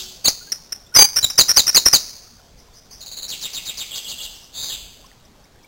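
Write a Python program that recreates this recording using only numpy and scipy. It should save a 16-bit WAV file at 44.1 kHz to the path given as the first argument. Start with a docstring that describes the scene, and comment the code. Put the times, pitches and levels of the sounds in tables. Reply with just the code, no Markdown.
"""Two songbirds beside a shallow woodland stream, picked up by a trail camera.
Over the water's wash and plops, a faint hoot and the end of a far bird's flourish die away.
A bird right next to the microphone calls and overloads it; then the far one sings three trills
and a buzzy flourish, and a few faint ticks close the scene. Throughout, banks and trees reflect
the notes, and the camera's slow sample-and-hold gives every whistle glassy mirror tones."""
import sys
import numpy as np
from scipy import signal
from scipy.fft import rfft, irfft, next_fast_len
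from scipy.io import wavfile
from scipy.ndimage import uniform_filter1d

SR = 44100
rng = np.random.default_rng(int(sys.argv[2]) if len(sys.argv) > 2 else 0)


def master_out(mix):
    """Clip the mix to full scale and print it as 16-bit PCM to the path in sys.argv[1]."""
    frames = np.transpose(np.atleast_2d(mix))
    ceiling = np.clip(frames, -1, 1)
    pcm = np.round(ceiling * 32767).astype(np.int16)
    wavfile.write(sys.argv[1], SR, pcm)


N = 250047
LEAD = SR // 4  # samples of birdsong before t = 0


def amp(db):
    """Decibels to amplitude ratio."""
    return 10 ** (np.asarray(db) / 20)


def unit(x):
    """Normalisation to rms 1."""
    return x / np.sqrt(np.mean(x ** 2) + 1e-20)


def curve_at(points, hz):
    """Interpolation on a log-frequency axis."""
    f, value = np.transpose(points)
    return np.interp(np.log(hz + 1), np.log(f + 1), value)


def add(mix, start_s, sound):
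    """Superposition: a sound joins the mix at start_s."""
    part = mix[max(round(start_s * SR), 0):][:len(sound)]
    part += sound[:len(part)]


def drift(size):
    """Low-pass noise of rms 1 that changes over size samples."""
    noise = rng.standard_normal(LEAD + N)
    return unit(uniform_filter1d(uniform_filter1d(noise, size), size))


# Spectrum of running water: f/Hz, relative level/dB
WASH_SPECTRUM = [(15, -23), (25, 4.5), (49, -5.5), (66, -10.5), (242, -14.5), (317, -20.5), (398, -17.5),
                 (557, -20.5), (713, -19), (1120, -25.5), (2940, -30.5), (3220, -27), (5400, -26.5),
                 (7020, -52), (11900, -120)]

def wash(level_db=-50, patchy_db=2):
    """Spectrally shaped noise: the water's level fluctuates in patches of time and frequency."""
    hz, _, spectra = signal.stft(rng.standard_normal(N), SR, nperseg=2048, noverlap=1536)
    patches = uniform_filter1d(rng.standard_normal(spectra.shape), size=14, axis=0)
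    patches = unit(uniform_filter1d(patches, size=5, axis=1))
    spectra *= amp(curve_at(WASH_SPECTRUM, hz)[:, None] + patchy_db * patches)
    spectra[hz >= SAMPLE_HZ / 2] = 0
    return amp(level_db) * unit(signal.istft(spectra, SR, nperseg=2048, noverlap=1536)[1][:N])


def bubble(hz, length_s, rise=0.099):
    """Bubble resonance: the pitch rises as the bubble nears the surface."""
    u = np.arange(0, 1, 1 / (length_s * SR))
    return np.sin(2 * np.pi * np.cumsum(hz * (1 + rise * u)) / SR) * np.sin(np.pi * np.sqrt(u)) ** 2


def ripples(level_db=-66, per_s=160, cycles=16):
    """A Poisson process: many tiny bubbles ring at independent times."""
    pitches = np.geomspace(500, 4500, 24)
    strikes = amp(5.4 * np.minimum(rng.exponential(1, N), 4)) * (rng.random(N) < per_s / SR)
    which = rng.integers(0, len(pitches), N)
    ringing = sum(signal.oaconvolve(strikes * (which == k), bubble(hz, cycles / hz))[:N]
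                  for k, hz in enumerate(pitches))
    return amp(level_db) * unit(ringing)


# Single bubbles: t/s, f/Hz, level/dB, duration/s
PLOP_BUBBLES = [(.408, 1400, -44, .04), (0.47, 1560, -46, 0.038), (0.863, 3400, -46, 0.021),
                (0.921, 1420, -44.5, 0.0324), (4.698, 1740, -43, 0.033), (5.042, 1024, -43, 0.021),
                (5.115, 1840, -41.5, 0.0041), (5.642, 2220, -46, 0.0212)]

def plops():
    """Isolated bubble resonances stand out from the wash."""
    out = np.zeros(N)
    for start, hz, db, length in PLOP_BUBBLES:
        add(out, start, amp(db) * bubble(hz, length))
    return out


def hoot(hz=370, db=-50, length_s=.18):
    """A pure tone, perhaps a distant dove, whose power decays linearly."""
    t = np.arange(N) / SR
    return amp(db) * np.sin(2 * np.pi * hz * t) * np.sqrt(np.maximum(1 - t / length_s, 0))


# Reverberation time of the trees: f/Hz, T60/s
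TREE_DECAY = [(2000, 1.5), (4000, 0.65), (4650, 1.01), (5500, .85)]

def woods(x, bank_db, bank_t60, trees_db, echo_s, echo_db):
    """Convolution with an impulse response: direct sound, one echo, bank scatter and the trees' tail."""
    t = np.arange(3 * SR // 2) / SR
    bank, trees = rng.standard_normal((2, len(t)))
    bank *= amp(-60 * t / bank_t60) * (1 - np.exp(-t / 0.0074))
    hz, frame_s, spectra = signal.stft(trees, SR, nperseg=256)
    spectra *= amp(-60 * frame_s / curve_at(TREE_DECAY, hz)[:, None])
    trees = signal.istft(spectra, SR, nperseg=256)[1][:len(t)] * (1 - np.exp(-t / 0.013))
    response = amp(bank_db) * bank / np.linalg.norm(bank) + amp(trees_db) * trees / np.linalg.norm(trees)
    response[0] += 1
    add(response, echo_s, amp([echo_db]))
    return signal.fftconvolve(x, response)[LEAD:LEAD + N]


# Syllables by name, before transposition: attack/s, release/s, start f/Hz,
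# glides as (duration/s, end f/Hz, bow above the straight line/Hz)
SYLLABLE_SHAPES = { "tick": (0.0038, 0.0049, 4950, [(.014, 6015, 150.6)]),
                   "peep": (0.013, 0.0091, 4950, [(.044, 5221, 339.6)]),
                   "chup": (.015, 0.0031, 3930, [(.034, 3547, 343.5)]),
                   "whistle": (.026, .008, 5700, [(.034, 4987, -91.5), (.07, 4800, -96)]),
                   "sweep": (0.011, 0.0041, 5620, [(.049, 3694, -58.5)]),
                   "chirp": (0.019, .011, 4480, [(.029, 3650, 520.5), (.028, 5650, -60.5)]),
                   "sip": (0.022, 0.014, 4600, [(.014, 4693, -2), (.046, 4666, 752)]),
                   "chip": (0.0049, 0.0043, 4900, [(.019, 3763, -170)]),
                   "slur": (0.0044, 0.0091, 5600, [(.025, 3830, -200), (.011, 3730, -5),
                   (.036, 1600, -87)]), "loop": (0.0032, 0.0064, 3500, [(.022, 2780, 41.5),
                   (0.031, 5250, -170), (.033, 2650, -620)]),
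                   "flourish": (.07, 0.066, 4020, [(.162, 4450, 0), (.12, 2300, -290)]), }

def syllable(name):
    """Frequency contour and envelope: parabolic glides under one attack, hold and release."""
    attack, release, hz, glides = SYLLABLE_SHAPES[name]
    pitch = []
    for length, end_hz, bow_hz in glides:
        u = np.arange(0, 1, 1 / (length * SR))
        pitch = np.append(pitch, hz + (end_hz - hz) * u + bow_hz * (1 - (2 * u - 1) ** 2))
        hz = end_hz
    t = np.arange(len(pitch)) / SR
    ramp = np.clip(np.minimum(t / attack, t[::-1] / release), 0, 1)
    return pitch, np.sin(np.pi / 2 * ramp) ** 2


def syrinx(runs, waver, flutter_db, best_hz, octave_loss_db, buzz_hz=134.9):
    """Frequency modulation: one wavering sine, loudest at best_hz, swings fast in buzzy notes."""
    out = np.zeros(LEAD + N)
    wobble, flutter = drift(size=60), drift(size=160)
    swing = np.sin(2 * np.pi * np.cumsum(buzz_hz * (1 + 0.13 * drift(size=500))) / SR)
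    for start, name, repeats, period, db, swell_db, ratio, buzz_depth in runs:
        glide, envelope = syllable(name)
        for k in range(round(repeats)):
            onset = start + k * period + LEAD / SR
            when = np.minimum(np.arange(len(glide)) + round(onset * SR), LEAD + N - 1)
            pitch = glide * ratio * (1 + waver * wobble[when]) + buzz_depth * swing[when]
            loss_db = octave_loss_db * np.log2(pitch / best_hz) ** 2
            level_db = db + k * swell_db + flutter_db * flutter[when] - loss_db
            add(out, onset, amp(level_db) * envelope * np.sin(2 * np.pi * np.cumsum(pitch) / SR))
    return out


# Runs of the far bird: t/s, syllable, count, period/s, source level/dB at best_hz,
# swell per repeat/dB, frequency ratio, buzz depth/Hz
FAR_RUNS = [(-.25, "flourish", 1, 0, -29, 0, 1.2, 642), (2.556, "sip", 3, 0.17, -52.5, 6.5, 0.97, 222),
            (3.004, "chip", 5, 0.054, -35, 1.97, 1, 2), (3.279, "slur", 1, 0.045, -28.5, 3, 1.055, -3),
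            (3.409, "slur", 4, 0.12, -29, 0.1, 0.991, -3), (3.907, "loop", 3, .136, -30, -0.8, 1, 3),
            (4.325, "sip", 2, .065, -46, -0.5, 1.11, 150),
            (4.513, "flourish", 1, 0.058, -30.9, 0, 0.99, 613)]

def far_bird():
    """Reverberant field: the distant song arrives mostly by reflection."""
    song = syrinx(FAR_RUNS, waver=.009, flutter_db=2.0, best_hz=4180, octave_loss_db=18.5)
    return woods(song, bank_db=2.0, bank_t60=0.106, trees_db=0.62, echo_s=.0195, echo_db=-0.62)


# Runs of the near bird: columns as in FAR_RUNS
NEAR_RUNS = [(.240, "chirp", 1, 0, -5, 0, 0.99, 0), (.518, "tick", 2, .202, -14.5, -2, 0.98, 0.0022),
             (.938, "whistle", 1, 0, -3, 0, 0.99, 0.0081), (1.155, "peep", 1, 0, -9.5, 0, 1, 0),
             (1.222, "chup", 1, 0, -4.5, 0, 0.98, 0), (1.298, "tick", 1, 0, -16, 0, 0.95, 0.013),
             (1.376, "sweep", 4, .1825, -2.04, -1, 0.98, 0.011),
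             (1.479, "peep", 3, .1845, -9, -0.5, 0.99, 0), (5.058, "tick", 4, .19, -48, -1.5, 0.924, 0)]

def near_bird():
    """Direct field: the close calls are almost dry, with one reflection off the water."""
    song = syrinx(NEAR_RUNS, waver=.0055, flutter_db=2.5, best_hz=4987, octave_loss_db=51)
    return woods(song, bank_db=-9, bank_t60=.13, trees_db=-16.5, echo_s=.00338, echo_db=-7)


def scene():
    """Superposition of stream, hoot and both birds at the microphone."""
    return (wash() + ripples() + plops() + hoot() + far_bird() + near_bird())[None]


def overload(x, limit_db=-6.5, knee=0.13, slack_db=-0.1, lag_s=0.011, snap_db=-12.0, dull_hz=1100):
    """Transient overload: the input snaps dully when the level passes its limit too fast to follow."""
    level = np.sqrt(abs(uniform_filter1d(x ** 2, size=64)))
    pole = np.exp(-1 / (lag_s * SR))
    followed = signal.lfilter([1 - pole], [1, -pole], level)
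    surge = np.maximum(level - np.maximum(amp(slack_db) * followed, amp(limit_db)), 0)
    noise = unit(signal.lfilter(*signal.butter(1, dull_hz, fs=SR), rng.standard_normal(N)))
    return x + amp(snap_db) * np.tanh(surge / knee) ** 2 * noise


SAMPLE_HZ, HOLD_HZ, EDGE_HZ = 11025, 48000, 15900
# Treble response of the camera: f/Hz, level/dB
TREBLE_RESPONSE = [(5000, -0.5), (9000, 0.5), (13000, 2), (15900, -2.5)]

def record(dry, full_scale=0.83, grit_db=-18.5):
    """Aliasing and imaging: unfiltered slow sampling and a zero-order hold mirror the spectrum."""
    sampled = overload(dry[0])[::SR // SAMPLE_HZ]
    level = np.sqrt(abs(uniform_filter1d(sampled ** 2, size=16)))
    # the converter's steps coarsen with level
    grit = amp(grit_db) * level * rng.standard_normal(len(sampled))
    sampled = np.clip(sampled + grit, -full_scale, full_scale)
    # holding leaves images around every multiple of SAMPLE_HZ
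    held = sampled[np.arange(len(sampled) * HOLD_HZ // SAMPLE_HZ) * SAMPLE_HZ // HOLD_HZ]
    out = np.pad(signal.resample_poly(held, SR, HOLD_HZ), (0, 8))[:N]
    size = next_fast_len(N + 512)
    treble = amp(curve_at(TREBLE_RESPONSE, np.fft.rfftfreq(size, 1 / SR)))
    out = np.clip(irfft(rfft(out, size) * treble, size)[:N], -1, 1)
    band_limit = signal.firwin(511, EDGE_HZ, window=("kaiser", 8), fs=SR)
    return signal.oaconvolve(out, band_limit, "same")[None]


dry = scene()
out = record(dry)
master_out(out)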